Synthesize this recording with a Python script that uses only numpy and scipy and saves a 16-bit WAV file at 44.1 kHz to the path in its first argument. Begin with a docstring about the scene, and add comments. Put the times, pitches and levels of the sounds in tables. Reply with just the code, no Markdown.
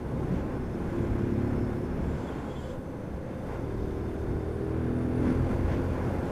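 """A motorcycle engine heard from the rider's helmet on a town road: it cruises, pulls, sinks almost to silence
under a shut throttle and pulls away again. The exhaust is a stack of sines on the crank rate, with clatter of
noise bands. Wind is shaped noise: it buffets the microphone, roars and rushes round the helmet and blows its hollow.
Tyres and valve gear hiss, as noise bands; in short spells something rubs (resonant noise) and squeaks (gliding sines).
"""
import sys
import numpy as np
from scipy import signal
from scipy.io import wavfile
from scipy.ndimage import uniform_filter1d

SR = 44100
rng = np.random.default_rng(int(sys.argv[2]) if len(sys.argv) > 2 else 0)


def materialize(psi):
    """Save the field psi as 16-bit PCM at rate SR to the path in sys.argv[1].

    A 1-D psi becomes a single channel; in a 2-D psi each row is a channel.
    """
    bounded = np.clip(np.atleast_2d(psi).T, -1, 1)
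    quanta = np.round(bounded * 32767).astype(np.int16)
    wavfile.write(sys.argv[1], SR, quanta)


N = 278271


def engine_drive():
    """The crank's angle is its turning rate summed over time; level and throttle follow the riding."""
    # engine speed: start_s, turns_per_s
    turns = [(0, 34.3), (.85, 34.3), (1.85, 35.7), (2.2, 36), (3.6, 38.7), (4.0, 38.96), (4.5, 39.7),
             (5.0, 41.1), (5.3, 41.95), (5.6, 42.9), (6.31, 43.9)]
    # engine load: start_s, exhaust_db, throttle (0 cruise, 1 light pull, 2 open, 3 easing off at speed)
    load = [(0, -40.5, 0), (.85, -38.5, 0), (1.0, -32, 1.43), (1.45, -30, 2), (1.8, -33.5, 1.85),
            (1.86, -38, 0.089), (2.15, -40, 0), (2.3, -53, 0), (3.5, -55, 1), (3.64, -36.5, 0.8),
            (4.6, -36, 0.84), (4.8, -31.5, 1.77), (5.3, -31, 2), (5.45, -31.5, 2.2), (5.6, -33, 2.9),
            (5.9, -35, 3), (6.31, -39, 3)]
    (turns_per_s,) = in_time(turns)
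    exhaust_db, throttle = in_time(load)
    crank = 2 * np.pi * np.cumsum(turns_per_s) / SR
    return crank, exhaust_db, throttle


def exhaust(crank, exhaust_db, throttle):
    """Uneven firing gives every order of the crank; the throttle shifts their balance, the silencer lifts some."""
    # exhaust orders, one row per multiple of the crank rate from the first up:
    # cruise_db, light_pull_db, open_db, easing_off_db
    orders = [(-5, -8.5, -15, -8), (-3, -9, -10.5, -6.5), (-9.5, -4, -4.5, -8.5), (-9, -13, -14, -15),
              (-8, -14, -16, -19), (-17, -18, -4.5, -7.5), (-7, -13.5, -9, -18), (-21, -3, -9.5, -11),
              (-8, -14.5, -15.5, -20), (-12.5, -3, -12.5, -28), (-7, -15.5, -18.5, -18),
              (-17.5, -17, -21, -20), (-16.5, -23.5, -22, -19), (-28, -20.5, -24, -16),
              (-20.5, -22, -31, -30), (-26, -17.5, -35, -31), (-38, -35, -23.5, -21), (-35, -39, -35, -35),
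              (-26, -20, -26, -23)]
    # fixed resonances of the silencer: pitch_hz, width_hz, lift_db
    pipe = [(86, 14, 6), (138, 20, 0), (246, 22, 1), (350, 25, 1), (450, 60, 1)]
    wobble = 0.012 * drift(5)  # radians of crank: firings never land exactly on time
    out = 0
    for order, order_db in enumerate(orders, 1):
        balance_db = np.interp(throttle, range(4), order_db) + 0.8 * drift(2.5)
        phase = order * (crank + wobble) + rng.uniform(0, 2 * np.pi)
        out = out + from_db(balance_db) * np.sin(phase)
    return lifted(from_db(exhaust_db) * out, pipe)


def clatter(crank, exhaust_db):
    """The engine's mechanical noise follows the exhaust level and throbs with the crank."""
    # spectrum of the clatter: pitch_hz, level_db (per Hz)
    spectrum = [(1200, 2), (1500, 1), (2400, -10.5), (3200, -20.5)]
    clatter_db = -24.5  # relative to the exhaust setting
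    noise = banded_noise(spectrum, gust_db=0.5, patchy_db=1.5)
    return from_db(exhaust_db + clatter_db) * noise * engine_beat(crank, exhaust_db, depth=0.27)


def engine_beat(crank, exhaust_db, depth):
    """A throb at once and twice per crank turn, deeper under load, as a gain around 1."""
    load = np.clip(from_db(exhaust_db + 28.0), 0, 1)
    return 1 + depth * load * (np.cos(crank) + 0.67 * np.cos(2 * crank))


def buffeting(swing_db):
    """Low noise of air on the microphone, evened out so that the airflow and the thumps alone shape its level."""
    # spectrum of the buffeting: pitch_hz, level_db (per Hz)
    spectrum = [(12, -3), (20, 1), (30, -9), (45, -2), (65, 2), (100, -7.5)]
    mid_db, follows = -46.5, 0.87  # level at middling airflow, share of its swing taken over
    noise = evened(banded_noise(spectrum, gust_db=0.0, patchy_db=0.5), span_s=0.06)
    return thumps(mid_db + follows * swing_db) * noise


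def thumps(calm_db):
    """Buffeting gain climbs to each thump and sinks back to its calm level."""
    # thumps of air on the microphone: top_s, peak_db (added to the calm gain)
    tops = [(.37, -34), (.66, -40), (.95, -39), (1.12, -33), (1.6, -36), (2.06, -34.5), (2.6, -43),
            (2.76, -41), (3.15, -42), (3.53, -36), (3.83, -34.5), (4.31, -32), (4.86, -40), (5.17, -42),
            (5.4, -31), (5.5, -35), (5.65, -30), (5.92, -36)]
    rise_db_per_s, fall_db_per_s = 127, 128
    t = np.arange(N) / SR
    slopes = [peak_db + np.minimum(rise_db_per_s * (t - top_s), fall_db_per_s * (top_s - t))
              for top_s, peak_db in tops]
    return from_db(calm_db) + from_db(np.max(slopes, axis=0))


def wind_roar(swing_db, gust_db):
    """Low wind noise that follows part of the airflow's swing and swells in gusts and as cars pass."""
    # spectrum of the roar: pitch_hz, level_db (per Hz)
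    spectrum = [(45, -8), (70, -5.5), (120, 1), (160, -2.5), (230, -2), (330, -7), (450, -18.5),
                (650, -35.5)]
    mid_db, follows = -36.5, 0.62  # level at middling airflow, share of its swing taken over
    noise = banded_noise(spectrum, gust_db=0.4, patchy_db=1.0)
    return from_db(mid_db + follows * swing_db + gust_db) * noise


def wind_rush(wind_db, gust_db, upper_db, crank, exhaust_db):
    """Air rushing round the helmet, coloured by the shell; gusts and passing cars shift its upper part
    separately."""
    # spectrum of the rush: pitch_hz, level_db (per Hz)
    spectrum = [(220, -6), (350, -6.5), (500, -5.5), (660, -13.5), (1000, -20), (1250, -21), (1550, -24),
                (2100, -29), (2800, -35), (3500, -39), (4200, -44), (7000, -47)]
    # resonances of the helmet shell: pitch_hz, width_hz, lift_db
    shell = [(820, 81, -2), (1007, 176, 2), (1506, 195, 0), (2040, 340, -6.5), (2430, 120, -7.5)]
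    upper_hz = 1500  # where the upper rush begins
    rush = lifted(banded_noise(spectrum, gust_db=0.65, patchy_db=0.41), shell)
    rush = rush * engine_beat(crank, exhaust_db, depth=0.11)
    upper = signal.sosfilt(signal.butter(2, upper_hz, "high", fs=SR, output="sos"), rush)
    lower = rush - upper
    balanced = rms_one(lower + from_db(upper_db) * upper)
    return from_db(wind_db + gust_db) * gapped(balanced)


def airflow():
    """Airflow past the helmet between gusts, as levels of the rush and the hiss."""
    # airflow: start_s, rush_db, hiss_db
    wind = [(0, -43, -66), (.6, -41.5, -66), (1.0, -39.5, -64.5), (1.6, -39.5, -64.5), (1.9, -42, -66.5),
            (2.4, -39.5, -66), (2.72, -43.5, -65.5), (2.9, -44.5, -68), (3.4, -43, -68), (3.8, -43, -65.5),
            (4.5, -43, -66.5), (5.12, -40.5, -67), (5.25, -38.5, -65), (5.5, -37, -63), (6.31, -36, -62.5)]
    return in_time(wind)


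def gusts_and_cars():
    """Each hump, a gust of wind or a passing car, is a smooth swell in dB for the rush, the roar and the upper
    rush."""
    # gusts and passing cars: top_s, half_length_s, rush_lift_db, roar_lift_db, upper_rush_lift_db
    rows = [(0.302, 0.37, 2.5, 4, -1.5), (0.355, 0.091, 1, 3, 4), (0.94, 0.24, 0, 3, 1.5),
            (1.3, .35, -1, 0.5, 1), (2.053, 0.25, 2, 3, 1.5), (2.304, 0.067, 2, -1, -1),
            (3.54, 0.15, 4.5, -0.5, -0.5), (4.33, 0.12, 1, 3.5, -3), (5.28, 0.14, 1.5, 6, 4),
            (5.52, 0.047, 2.5, 4.5, -0.5), (5.735, 0.081, 1.5, 2, 3.5), (6.094, 0.12, 0.5, 3.5, 0.5)]
    t = np.arange(N) / SR
    humps = [np.cos(np.pi / 2 * np.clip((t - top_s) / half_s, -1, 1)) ** 2 for top_s, half_s, *_ in rows]
    lifts_db = np.transpose(rows)[2:]
    return lifts_db @ humps


def hollow(swell_s):
    """Now and then the wind blows the helmet's hollow: noise through one resonance."""
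    # spells of blowing: start_s, end_s, level_db
    spells = [(0, .8, -58), (2.593, 3.653, -47), (5.598, 6.31, -52)]
    gain = sum(from_db(level_db) * spell(start_s, end_s, swell_s) for start_s, end_s, level_db in spells)
    return gain * blown(hz=515, width_hz=85)


def hiss(hiss_db, gust_db, crank, exhaust_db, swell_s):
    """Tyres and valve gear: high noise with whistling bands, throbbing with the engine."""
    # spectrum of the hiss: pitch_hz, level_db (per Hz)
    spectrum = [(1500, -21.5), (3000, 0.5), (4000, -3.5), (5000, -5), (6300, -7), (7500, -7.5), (9600, -6),
                (11000, -9), (12000, -12.5), (15500, -10.5)]
    hump_share = 0.49  # share of a hump's rush lift that reaches the hiss
    noise = gapped(banded_noise(spectrum, gust_db=0.5, patchy_db=0.7)) + whistles(swell_s)
    return from_db(hiss_db + hump_share * gust_db) * noise * engine_beat(crank, exhaust_db, depth=0.13)


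def whistles(swell_s):
    """Bands of resonant noise that stay put in pitch, flicker, and each grow stronger for a while."""
    # whistles: pitch_hz, width_hz, level_db (relative to the hiss), start_s, end_s, lift_db
    bands = [(3577, 150, -14, 3.3, 5.2, 6.5), (4700, 250, -19, 3.3, 6.0, 7),
             (5240, 50, -19.5, .55, 2.25, 7.5), (5230, 70, -27, 3.6, 4.7, 13),
             (6170, 350, -15, 2.8, 4.2, 3.5), (6900, 200, -22, .9, 1.9, 4),
             (9650, 2200, -12.5, 4.5, 5.4, 5.5)]
    out = 0
    for hz, width_hz, level_db, start_s, end_s, lift_db in bands:
        flicker_db = 1.5 * drift(9.0) + 0.88 * drift(1.2)
        band_db = level_db + lift_db * spell(start_s, end_s, swell_s) + flicker_db
        out = out + from_db(band_db) * blown(hz, width_hz)
    return out


def rubbing():
    """Dry friction noise in a few broad resonances, slipping unevenly."""
    # spells of rubbing: start_s, end_s, level_db
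    spells = [(.87, 1.3, -74), (2.048, 2.356, -65), (2.363, 2.48, -70), (2.482, 2.74, -62.5),
              (5.22, 5.6, -77), (6.237, 6.31, -65)]
    # resonances that the rubbing excites: pitch_hz, width_hz, level_db
    modes = [(3160, 1200, -0.5), (4840, 1300, -8), (6260, 550, -11), (7200, 730, -6.5), (7660, 490, -11)]
    swell_s = 0.074
    noise = sum(from_db(level_db) * blown(hz, width_hz) for hz, width_hz, level_db in modes)
    gain = sum(from_db(level_db) * spell(start_s, end_s, swell_s) for start_s, end_s, level_db in spells)
    slipping = from_db(2.0 * drift(6.3))
    return gain * slipping * noise


def squeaks():
    """Short rough chirps that glide and waver in pitch."""
    # squeaks: start_s, peak_db, middle_hz, length_s, glide_hz (from this far below the middle to as far above)
    chirps = [(2.27, -53.5, 3340, 0.034, -30), (2.314, -59, 3170, 0.023, -20), (2.35, -63, 3170, .025, 30),
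              (2.454, -65, 3230, 0.023, 20), (2.49, -56, 3320, .03, 60), (2.505, -56, 3310, 0.03, -70),
              (2.55, -53, 3400, 0.034, 90), (2.556, -59, 3110, 0.025, 40), (2.573, -54, 3200, 0.036, 80),
              (2.62, -58, 3390, .045, 60), (2.622, -57.5, 3090, 0.05, 60), (2.695, -59, 3330, 0.025, 0)]
    out, waver_hz = np.zeros(N), 35 * drift(60)
    for start_s, peak_db, middle_hz, length_s, glide_hz in chirps:
        start, size = round(start_s * SR), round(length_s * SR)
        pitch_hz = middle_hz + glide_hz * np.linspace(-1, 1, size) + waver_hz[start:start + size]
        tone = np.sin(2 * np.pi * np.cumsum(pitch_hz) / SR)
        out[start:start + size] += from_db(peak_db) * np.sqrt(np.hanning(size)) * tone
    return out


def gapped(x):
    """Reflections off the helmet partly cancel a few narrow bands."""
    # gaps: pitch_hz, width_hz, share_removed (0-1)
    gaps = [(2800, 150, 0.15), (3880, 330, 0.23), (5020, 160, 0.17), (7200, 330, 0.2)]
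    return x - sum(share * resonance(x, hz, width_hz) for hz, width_hz, share in gaps)


def banded_noise(spectrum, gust_db, patchy_db):
    """Third-octave bands of noise that drift in level together and flicker each on their own; rms 1."""
    hz, level_db = np.transpose(spectrum)
    edges = hz[0] * 2 ** np.arange(0, np.log2(hz[-1] / hz[0]) + 1 / 3, 1 / 3)
    shared_db = gust_db * drift(9.2)
    white = rng.standard_normal((2, N))  # neighbouring bands take turns, so they stay independent
    out = 0
    for k, (low, high) in enumerate(zip(edges, edges[1:])):
        band = signal.sosfilt(signal.butter(2, [low, high], "band", fs=SR, output="sos"), white[k % 2])
        band_db = np.interp(np.log(low * high) / 2, np.log(hz), level_db)
        out = out + from_db(band_db + shared_db + patchy_db * drift(3.2)) * band
    return rms_one(out)


def blown(hz, width_hz):
    """Noise twice through one resonance; rms 1."""
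    once = resonance(rng.standard_normal(N), hz, width_hz)
    return rms_one(resonance(once, hz, width_hz))


def lifted(x, modes):
    """Resonances added to the direct sound."""
    return x + sum(from_db(lift_db) * resonance(x, hz, width_hz) for hz, width_hz, lift_db in modes)


def resonance(x, hz, width_hz):
    """Two-pole band with gain about 1 on top."""
    r = np.exp(-np.pi * width_hz / SR)
    poles = [1, -2 * r * np.cos(2 * np.pi * hz / SR), r * r]
    return signal.lfilter([(1 - r * r) / 2, 0, (r * r - 1) / 2], poles, x)


def drift(rate_hz):
    """Slow chance: noise through a double one-pole low-pass, run in; spread about 1."""
    step = 40  # samples between the drift's points
    r = np.exp(-2 * np.pi * rate_hz * step / SR)
    noise = rng.standard_normal(N // step + 2002)
    slow = signal.lfilter([1], [1, -2 * r, r * r], noise)[2000:]
    return np.interp(np.arange(N) / step, np.arange(len(slow)), rms_one(slow))


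def spell(start_s, end_s, swell_s):
    """0 outside, 1 inside, with straight ramps centred on both ends."""
    t = np.arange(N) / SR
    return np.clip(np.minimum(t - start_s, end_s - t) / swell_s + 0.5, 0, 1)


def evened(x, span_s):
    """Level swings slower than the span are flattened; rms 1."""
    power = uniform_filter1d(x ** 2, round(span_s * SR))
    return rms_one(x / np.sqrt(power + 0.1))  # the 0.1 limits the lift of quiet moments


def in_time(rows):
    """Each column of a table as a curve over all samples."""
    start_s, *columns = np.transpose(rows)
    return [np.interp(np.arange(N) / SR, start_s, column) for column in columns]


def rms_one(x):
    """Scale to rms 1."""
    return x / np.sqrt(np.mean(x ** 2) + 1e-20)


def from_db(db):
    """Decibels to gain."""
    return 10 ** (np.asarray(db) / 20)


def scene():
    """Engine, wind and small noises summed at one microphone."""
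    crank, exhaust_db, throttle = engine_drive()
    wind_db, hiss_db = airflow()
    rush_hump_db, roar_hump_db, upper_db = gusts_and_cars()
    swing_db = wind_db + 41  # airflow around its middling level of -41 dB
    swell_s = 0.067  # how fast whistles and hollow come and go

    engine = exhaust(crank, exhaust_db, throttle) + clatter(crank, exhaust_db)
    wind = buffeting(swing_db) + wind_roar(swing_db, roar_hump_db) + hollow(swell_s)
    wind = wind + wind_rush(wind_db, rush_hump_db, upper_db, crank, exhaust_db)
    hissing = hiss(hiss_db, rush_hump_db, crank, exhaust_db, swell_s)
    return (engine + wind + hissing + rubbing() + squeaks())[None]


def record(dry):
    """A steep low-pass cuts the top."""
    cutoff_hz = 15000
    return signal.sosfilt(signal.ellip(14, 0.3, 70, cutoff_hz, fs=SR, output="sos"), dry)


dry = scene()
out = record(dry)
materialize(out)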